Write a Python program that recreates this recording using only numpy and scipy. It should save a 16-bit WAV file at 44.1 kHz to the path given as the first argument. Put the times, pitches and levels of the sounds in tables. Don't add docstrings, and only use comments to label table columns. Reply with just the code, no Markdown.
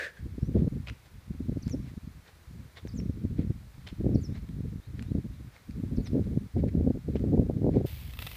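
import sys
import numpy as np
from scipy import signal
from scipy.fft import rfft, irfft, next_fast_len
from scipy.io import wavfile
from scipy.ndimage import uniform_filter1d, map_coordinates

SR = 44100
rng = np.random.default_rng(int(sys.argv[2]) if len(sys.argv) > 2 else 0)


def digitize_waveform(pressure):
    field = np.atleast_2d(pressure).T
    bounded = np.clip(field, -1, 1)
    quanta = np.round(bounded * 32767).astype(np.int16)
    wavfile.write(sys.argv[1], SR, quanta)


N = 369028
MID_FLOW_DB = -30.5
TOUCH_S = 0.013


# start t/s, crest t/s, end t/s, crest level/dB
GUSTS = [(0.197, 0.264, 0.38, -34.5), (0.4, 0.52, 0.53, -31), (0.539, 0.556, 0.68, -22),
         (0.678, 0.736, 0.94, -34), (1.13, 1.153, 1.205, -41.5), (1.278, 1.552, 1.62, -33.5),
         (1.634, 1.804, 1.94, -31.5), (2.01, 2.04, 2.2, -45), (2.472, 2.586, 2.67, -42.5),
         (2.833, 3.126, 3.15, -33), (3.159, 3.375, 3.57, -33), (3.534, 3.547, 3.99, -43.5),
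         (3.981, 4.075, 4.326, -28.5), (4.296, 4.624, 4.8, -34.5), (4.877, 5.17, 5.23, -34),
         (5.234, 5.246, 5.494, -37.5), (5.68, 6.005, 6.08, -32.5), (6.085, 6.184, 6.28, -27),
         (6.238, 6.33, 6.47, -32.5), (6.542, 6.567, 6.78, -25.5), (6.75, 6.763, 6.96, -26),
         (6.993, 7.43, 7.47, -27.5), (7.481, 7.718, 7.86, -25.5), (7.854, 7.913, 8.44, -37)]

def gusts(swell_db=9, slacken_db=7.5, edge_db=66, attack_s=0.04, release_s=0.017, calm_db=-58.5):
    t = clock()
    shape_db = [-edge_db - swell_db, -swell_db, 0, -slacken_db, -edge_db - slacken_db]
    power = sum(amp(db + np.interp(t, [start - attack_s, start, crest, end, end + release_s], shape_db))
                ** 2 for start, crest, end, db in GUSTS)
    return 10 * np.log10(power + amp(calm_db) ** 2)


# f/Hz, level/dB
PORT_SPECTRUM = [(15, -41), (30, -30), (50, -4), (75, 0.5), (110, 0.5), (170, -2), (260, 1.5), (360, -3.5),
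                 (480, 1), (1000, -7.5)]

def buffeting(wind_db, lump_db=4.5, gap_db=7, corner_hz=225, db_per_octave=20, steepness=3.45):
    t, touch_s = clock(), FINGER_SLIDES[0][0]
    openness = np.interp(t, [touch_s - TOUCH_S, touch_s], [1, 0.59])
    gaps = np.tanh(np.maximum(wobble(40), 0) ** 2)
    lumps_db = openness * (lump_db * np.tanh(wobble(65)) - gap_db * (gaps - gaps.mean()))
    stalls = swells([(s - 0.017, 0, 0.0057) for s, _, _ in HARD_EDDIES])
    stall_db = 2 * np.minimum(stalls, 1)
    flurries = swells([(s, db - 12.5, 0.0078) for s, db, _ in HARD_EDDIES])
    flow_db = 20 * np.log10(np.hypot(amp(wind_db + lumps_db - stall_db), flurries))
    eddy_s, _, eddy_hz = np.transpose(HARD_EDDIES)
    typical_hz = 235
    nearby_octaves = np.log2(np.interp(t, eddy_s, eddy_hz, right=typical_hz) / typical_hz)
    fineness = 0.28 * nearby_octaves + 0.23 * np.tanh(wobble(45))
    corner_octave = np.log2(corner_hz * openness) + (flow_db - MID_FLOW_DB) / db_per_octave + fineness
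    turbulence, rumble = rng.standard_normal(N), np.zeros(N)
    for octave in np.arange(12, 19) / 2:
        rolloff = lambda hz: (1 + (hz / 2 ** octave) ** 2 / steepness) ** steepness
        layer = filtered(turbulence, lambda hz: colour(PORT_SPECTRUM, hz) / rolloff(hz))
        rumble += unit(layer) * np.maximum(0, 1 - 2 * abs(np.clip(corner_octave, 6, 9) - octave))
    power = uniform_filter1d(uniform_filter1d(rumble ** 2, size=1300), size=700)
    return amp(flow_db - 1) * rumble / np.sqrt(abs(power) + 1e-6)


# t/s, nominal level/dB, nominal f/Hz
HARD_EDDIES = [(0.383, -24, 250), (0.431, -16, 150), (0.556, -10, 207), (0.623, -14, 154),
               (1.309, -20.5, 143), (1.407, -22.5, 187), (1.496, -17.5, 210.0), (1.525, -18, 168.0),
               (1.572, -17, 203), (1.67, -21.5, 164), (1.748, -22.5, 237), (1.802, -21, 130),
               (1.978, -27, 157), (2.078, -29.5, 167), (2.853, -26.5, 295.0), (2.991, -20, 200),
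               (3.06, -21.5, 159), (3.098, -17.5, 175), (3.252, -15.5, 178), (3.394, -12.0, 188),
               (3.449, -24.5, 190), (3.506, -16.5, 157.0), (3.929, -23.5, 150.0), (4.011, -18, 217),
               (4.045, -15.5, 217), (4.066, -11.5, 240), (4.093, -17.5, 260.0), (4.158, -10.5, 216.0),
               (4.607, -22.5, 190), (4.76, -27, 170), (5.119, -18.5, 187), (5.153, -15, 184),
               (5.185, -18.0, 207.0), (5.838, -20, 218), (5.985, -14, 174), (6.134, -17, 206),
               (6.156, -17.5, 328), (6.195, -16.5, 255), (6.375, -13, 190), (6.569, -14.5, 266),
               (6.598, -18.0, 160.0), (6.64, -14.5, 343), (6.753, -12, 178), (6.778, -12, 148.0),
               (6.811, -15.5, 244), (6.876, -10, 202), (6.907, -13, 252), (6.974, -22.5, 248),
               (7.088, -18.5, 254), (7.157, -14.0, 290), (7.241, -17, 287), (7.332, -14.5, 291),
               (7.348, -12, 221.0), (7.378, -12, 320.0), (7.397, -7.5, 199.0), (7.499, -13.5, 345.7),
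               (7.619, -17.5, 254), (7.645, -12.5, 280.0), (7.667, -11.5, 364), (7.692, -11.5, 400),
               (7.77, -7.5, 250.0), (7.812, -13, 247.7), (7.851, -16.5, 320)]

def thumps(wind_db, neighbour_db=-9, spacing_s=0.00814, lowpass_hz=880):
    eddies = list(HARD_EDDIES) + lesser_eddies(wind_db)
    out, t = np.zeros(N), np.arange(-SR // 40, SR // 40) / SR
    push = lambda hz: (1 - 2 * (np.pi * hz * t) ** 2) * np.exp(-(np.pi * hz * t) ** 2)
    for (s, db, hz), (skew, neighbour_skew, lag) in zip(eddies, rng.uniform(-1, 1, (len(eddies), 3))):
        core_db = -11 + 0.44 * (db + 15.5)
        pulse = push(0.9 * hz) + amp(core_db) * push(1.83 * hz)
        eddy = amp(db - 1) * signal.hilbert(pulse) / pulse.max()
        add(out, s + t[0], np.real(eddy * np.exp(1j * np.pi * skew)))
        neighbour = amp(neighbour_db) * np.real(eddy * np.exp(1j * np.pi * neighbour_skew))
        add(out, s + t[0] + spacing_s * (np.sign(lag) / 2 + lag), neighbour)
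    return filtered(out, lambda hz: 1 / (1 + (hz / lowpass_hz) ** 6))


def lesser_eddies(wind_db, count=55, over_flow_db=4.5, scatter_db=2, mid_hz=233, db_per_octave=29):
    times = (np.arange(count) + rng.random(count)) / count * FINGER_SLIDES[0][0]
    local_db = np.interp(times, clock(), wind_db)
    levels = local_db + over_flow_db + scatter_db * rng.standard_normal(count)
    pitches = mid_hz * 2 ** ((local_db - MID_FLOW_DB) / db_per_octave)
    return list(zip(times, levels, pitches))


# attack end t/s, decay start t/s, level/dB
SCRAPE_STROKES = [(0, 0.051, -35), (0.178, 0.173, -52.5)]
# f/Hz, nominal width/Hz, level/dB
SCRAPE_MODES = [(470, 150, -5.5), (1710, 210, 2.5), (2270, 430, -14), (3540, 1800, -20.5),
                (7100, 3000, -35)]

def scrape(rise_db_per_s=500, fall_db_per_s=323):
    t, envelope = clock(), np.zeros(N)
    for start, end, db in SCRAPE_STROKES:
        fade_db = rise_db_per_s * np.maximum(start - t, 0) + fall_db_per_s * np.maximum(t - end, 0)
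        envelope += amp(db - fade_db)
    body = lambda f: np.sqrt(sum(abs(amp(db) * resonance(f, hz, 1.57 * width) ** 2) ** 2
                                 for hz, width, db in SCRAPE_MODES))
    return envelope * unit(filtered(rng.standard_normal(N), body))


# t/s, level/dB, decay/(dB/s)
FINGER_SLIDES = [(7.864, -47.5, 26.5), (8.201, -48, 5)]
# f/Hz, level/dB
SKIN_SPECTRUM = [(530, -8.5), (900, -14), (1040, -11.5), (1110, -16), (1520, -14), (1790, -12),
                 (2160, -5.5), (2350, -6), (3520, -6.5), (6910, -20.5), (11000, -16), (11900, -11.5),
                 (15300, -9)]

def finger_hiss():
    t = clock()
    slides = [np.clip(1 + (t - s) / TOUCH_S, 0, 1) ** 2 * amp(db - decay * np.maximum(t - s, 0))
              for s, db, decay in FINGER_SLIDES]
    return np.max(slides, axis=0) * crackle(SKIN_SPECTRUM, spread_db=2.5)


# t/s, level/dB
SKIN_CATCHES = [(8.058, -54), (8.136, -36), (8.172, -39.5), (8.19, -27.5), (8.22, -30.5), (8.224, -30.5),
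                (8.267, -27), (8.271, -28.5), (8.315, -32.5), (8.354, -39.5)]
# f/Hz, level/dB
CATCH_SPECTRUM = [(300, -1), (1100, -1.5), (3500, 2), (6500, -18), (11000, -7.5), (13500, -5), (15300, -2)]
# f/Hz, level/dB, t60/s
CASING_MODES = [(1245, -8.5, 0.029), (2000, -4, 0.013), (2640, -6, 0.041), (3400, -4, 0.011),
                (3720, -5.5, 0.013), (13400, -6, 0.008)]

def finger_catches(ring_db=-7, scatter_db=2, detune=0.049, crack_db=-7, crack_t60=0.023):
    rings, cracks, t = np.zeros(N), np.zeros(N), np.arange(SR // 20) / SR
    for s, db in SKIN_CATCHES:
        for hz, mode_db, t60 in CASING_MODES:
            louder, higher = rng.standard_normal(2)
            envelope = amp(db + ring_db + mode_db + scatter_db * louder - 60 * t / t60)
            add(rings, s, envelope * np.sin(2 * np.pi * hz * (1 + detune * higher) * t))
        add(cracks, s, amp(db + crack_db - 60 * t / crack_t60))
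    return rings + cracks * noise(CATCH_SPECTRUM)


# t/s, level/dB, half-width/s, squelch f/Hz
STEPS = [(0.58, -60, 0.035, 3400), (0.888, -46.5, 0.011, 2560), (1.064, -57.5, 0.011, 2010),
         (1.684, -55.5, 0.015, 2240), (1.88, -57, 0.022, 1940), (2.283, -53.5, 0.015, 1670),
         (2.78, -49.5, 0.012, 3480), (3.404, -55.5, 0.023, 2030), (3.874, -47, 0.0058, 3240),
         (3.899, -52.5, 0.009, 3180), (4.364, -53, 0.016, 1900), (5.008, -59.5, 0.041, 1780),
         (5.552, -57, 0.025, 1500), (6.07, -51, .01, 3900), (6.594, -56, .012, 1960),
         (6.688, -52, 0.0059, 2060), (7.164, -50.5, 0.0063, 2900), (7.759, -55.5, 0.028, 2120)]
# f/Hz, level/dB
SOLE_SPECTRUM = [(150, -2.5), (500, 8.5), (1300, 1), (2100, 6), (2900, -2), (3900, 0), (5000, -7),
                 (8000, -17), (15000, -40)]

def footsteps(scuff_db=-3, squelch_db=-2, pocket_width_hz=750):
    scuffs = amp(scuff_db) * swells([row[:3] for row in STEPS]) * crackle(SOLE_SPECTRUM, spread_db=3.5)
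    squelches, t = np.zeros(N), np.arange(-SR // 8, SR // 8) / SR
    firmest_db = max(row[1] for row in STEPS)
    for s, db, half_width, hz in STEPS:
        pocket = filtered(rng.standard_normal(len(t)), lambda f: resonance(f, hz, pocket_width_hz) ** 2)
        pressure = amp(db + squelch_db + (db - firmest_db))
        add(squelches, s + t[0], pressure * unit(pocket) * np.exp(-(t / half_width) ** 2 / 2))
    return scuffs + squelches


# t/s, level/dB, ring f/Hz, relative treble level/dB
GRIT_SNAPS = [(0.8726, -33.5, 2390, -32), (0.8847, -34, 2520, -28), (0.8982, -30, 2070, -26),
              (1.6794, -43, 1760, -4), (1.697, -45, 2200, 1), (2.771, -36.5, 2040, -24),
              (2.8737, -41, 1670, -15), (3.0012, -44, 2100, -24), (3.8739, -33.5, 2470, -29),
              (3.8874, -37, 3440, -18.5), (4.4898, -46.5, 1840, -8), (4.994, -37, 1760, -27),
              (5.025, -39.5, 2370, -4.5), (5.5642, -43.5, 2190, -20), (5.7092, -44.5, 2380, -16),
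              (6.073, -42.5, 4970, -26), (6.2419, -45, 2100, -23), (7.156, -39.5, 2270, -23),
              (7.195, -43, 1840, -21)]
# f/Hz, level/dB
SNAP_SPECTRUM = [(1500, -41), (5000, 14), (8000, 6), (15000, -2)]

def grit(ring_db=-1, ring_t60=0.0074, crack_db=-7, treble_db=-3, crack_t60=0.011):
    rings, cracks, treble = np.zeros((3, N))
    t = np.arange(SR // 20) / SR
    for (s, db, hz, high_db), overtone in zip(GRIT_SNAPS, rng.uniform(0.97, 2.23, len(GRIT_SNAPS))):
        ring = np.sin(2 * np.pi * hz * t) - .5 * np.sin(2 * np.pi * hz * overtone * t)
        add(rings, s, amp(db + ring_db - 60 * t / ring_t60) * ring)
        add(cracks, s, amp(db + crack_db - 60 * t / crack_t60))
        add(treble, s, amp(db + high_db + treble_db - 60 * t / crack_t60))
    return rings + cracks * noise(SOLE_SPECTRUM) + treble * noise(SNAP_SPECTRUM)


# t/s into the note, f/Hz, level/dB
CHIP_NOTE = [(0, 6200, -13), (.006, 5700, -6), (.016, 4450, -7), (.026, 4550, -24), (.042, 4700, -11.5),
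             (.058, 4900, -20)]
SWOOP_NOTE = [(0, 7400, -21), (.013, 7110, -19.5), (.028, 6150, -9), (.041, 5450, -5.5), (.055, 5250, -14),
              (.066, 5230, -50)]
SLUR_NOTE = [(0, 3400, -14), (.035, 3700, -4), (.07, 4100, 0), (.09, 4300, -14)]
# chip t/s, swoop t/s, level/dB, pitch ratio
NEAR_CALLS = [(1.622, 1.687, -45.5, 1.02), (2.879, 2.95, -46.5, 1.025), (4.144, 4.213, -46.5, 0.98),
              (5.963, 6.031, -49.5, 0.95)]
# t/s, level/dB, pitch ratio
FAR_CALLS = [(.39, -68.5, 1.44), (4.3, -68, 1.02), (4.8, -69.5, 1.0), (5.04, -70, 1.0), (5.29, -73, 1.0)]

def birds(chip_db=-5):
    out = np.zeros(N)
    for chip_s, swoop_s, db, ratio in NEAR_CALLS:
        add(out, chip_s, amp(db + chip_db) * whistle(CHIP_NOTE, ratio, waver=0.058, flutter_db=2))
        add(out, swoop_s, amp(db) * whistle(SWOOP_NOTE, ratio, waver=0.012, flutter_db=2))
    for s, db, ratio in FAR_CALLS:
        add(out, s, amp(db) * whistle(SLUR_NOTE, ratio, waver=0.028, flutter_db=4))
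    return out


def whistle(shape, ratio, waver, flutter_db):
    s, hz, db = np.transpose(shape)
    t = np.arange(int(s[-1] * SR)) / SR
    drift, flutter = (np.interp(t, np.linspace(0, s[-1], 40), rng.standard_normal(40)) for _ in range(2))
    pitch = np.interp(t, s, hz) * ratio * (1 + waver * drift)
    envelope = amp(np.interp(t, s, db) + flutter_db * flutter)
    return np.sqrt(2) * envelope * np.sin(2 * np.pi * np.cumsum(pitch) / SR)


def echoes(x, t60, wet_db, predelay_s=0.008):
    t = np.arange(SR // 3) / SR
    tail = rng.standard_normal(len(t)) * amp(-60 * t / t60) * (t > predelay_s)
    return amp(wet_db) * signal.fftconvolve(x, tail / np.linalg.norm(tail))[:N]


# f/Hz, level/dB
HUSH_SPECTRUM = [(30, -4), (80, 17), (200, 4.5), (400, 2), (700, -1.5), (1300, -1), (2200, -2), (2900, -8),
                 (4000, -6), (5500, -10.5), (8000, -13), (15000, -14.5)]

def distant_hush(level_db=-60, drift_db=0.5):
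    return amp(level_db + drift_db * wobble(2.37)) * noise(HUSH_SPECTRUM)


def amp(db):
    return 10 ** (np.asarray(db) / 20)


def unit(x):
    return x / np.sqrt(np.mean(x ** 2) + 1e-20)


def clock():
    return np.arange(N) / SR


def colour(spectrum, hz):
    f, db = np.transpose(spectrum)
    return amp(np.interp(np.log(hz + 1), np.log(f), db))


def resonance(f, hz, width):
    return 1j * f * width / (hz * hz - f * f + 1j * f * width)


def filtered(x, response):
    size = next_fast_len(len(x) + SR // 2)
    return irfft(rfft(x, size) * response(np.fft.rfftfreq(size, 1 / SR)), size)[:len(x)]


def noise(spectrum):
    return unit(filtered(rng.standard_normal(N), lambda hz: colour(spectrum, hz)))


def wobble(rate):
    return map_coordinates(rng.standard_normal(int(N * rate / SR) + 4), [clock() * rate], order=3)


def crackle(spectrum, spread_db):
    grains = rng.standard_normal(N) * amp(spread_db * wobble(1000))
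    return unit(filtered(grains, lambda hz: colour(spectrum, hz)))


def swells(rows):
    t = clock()
    return sum(amp(db) * np.exp(-np.minimum(((t - s) / width) ** 2 / 2, 20)) for s, db, width in rows)


def add(track, s, sound):
    start = max(0, round(s * SR))
    track[start:start + len(sound)] += sound[:max(0, N - start)]


def scene():
    steps, calls, wind_db = footsteps() + grit(), birds(), gusts()
    tails = echoes(steps, t60=0.43, wet_db=-15) + echoes(calls, t60=0.52, wet_db=-12)
    outdoors = steps + calls + tails + distant_hush()
    wind = buffeting(wind_db) + thumps(wind_db)
    return (outdoors + wind + scrape() + finger_catches() + finger_hiss())[None]


def record(dry, top_hz=15400):
    return np.array([filtered(channel, lambda hz: hz < top_hz) for channel in dry])


dry = scene()
out = record(dry)
digitize_waveform(out)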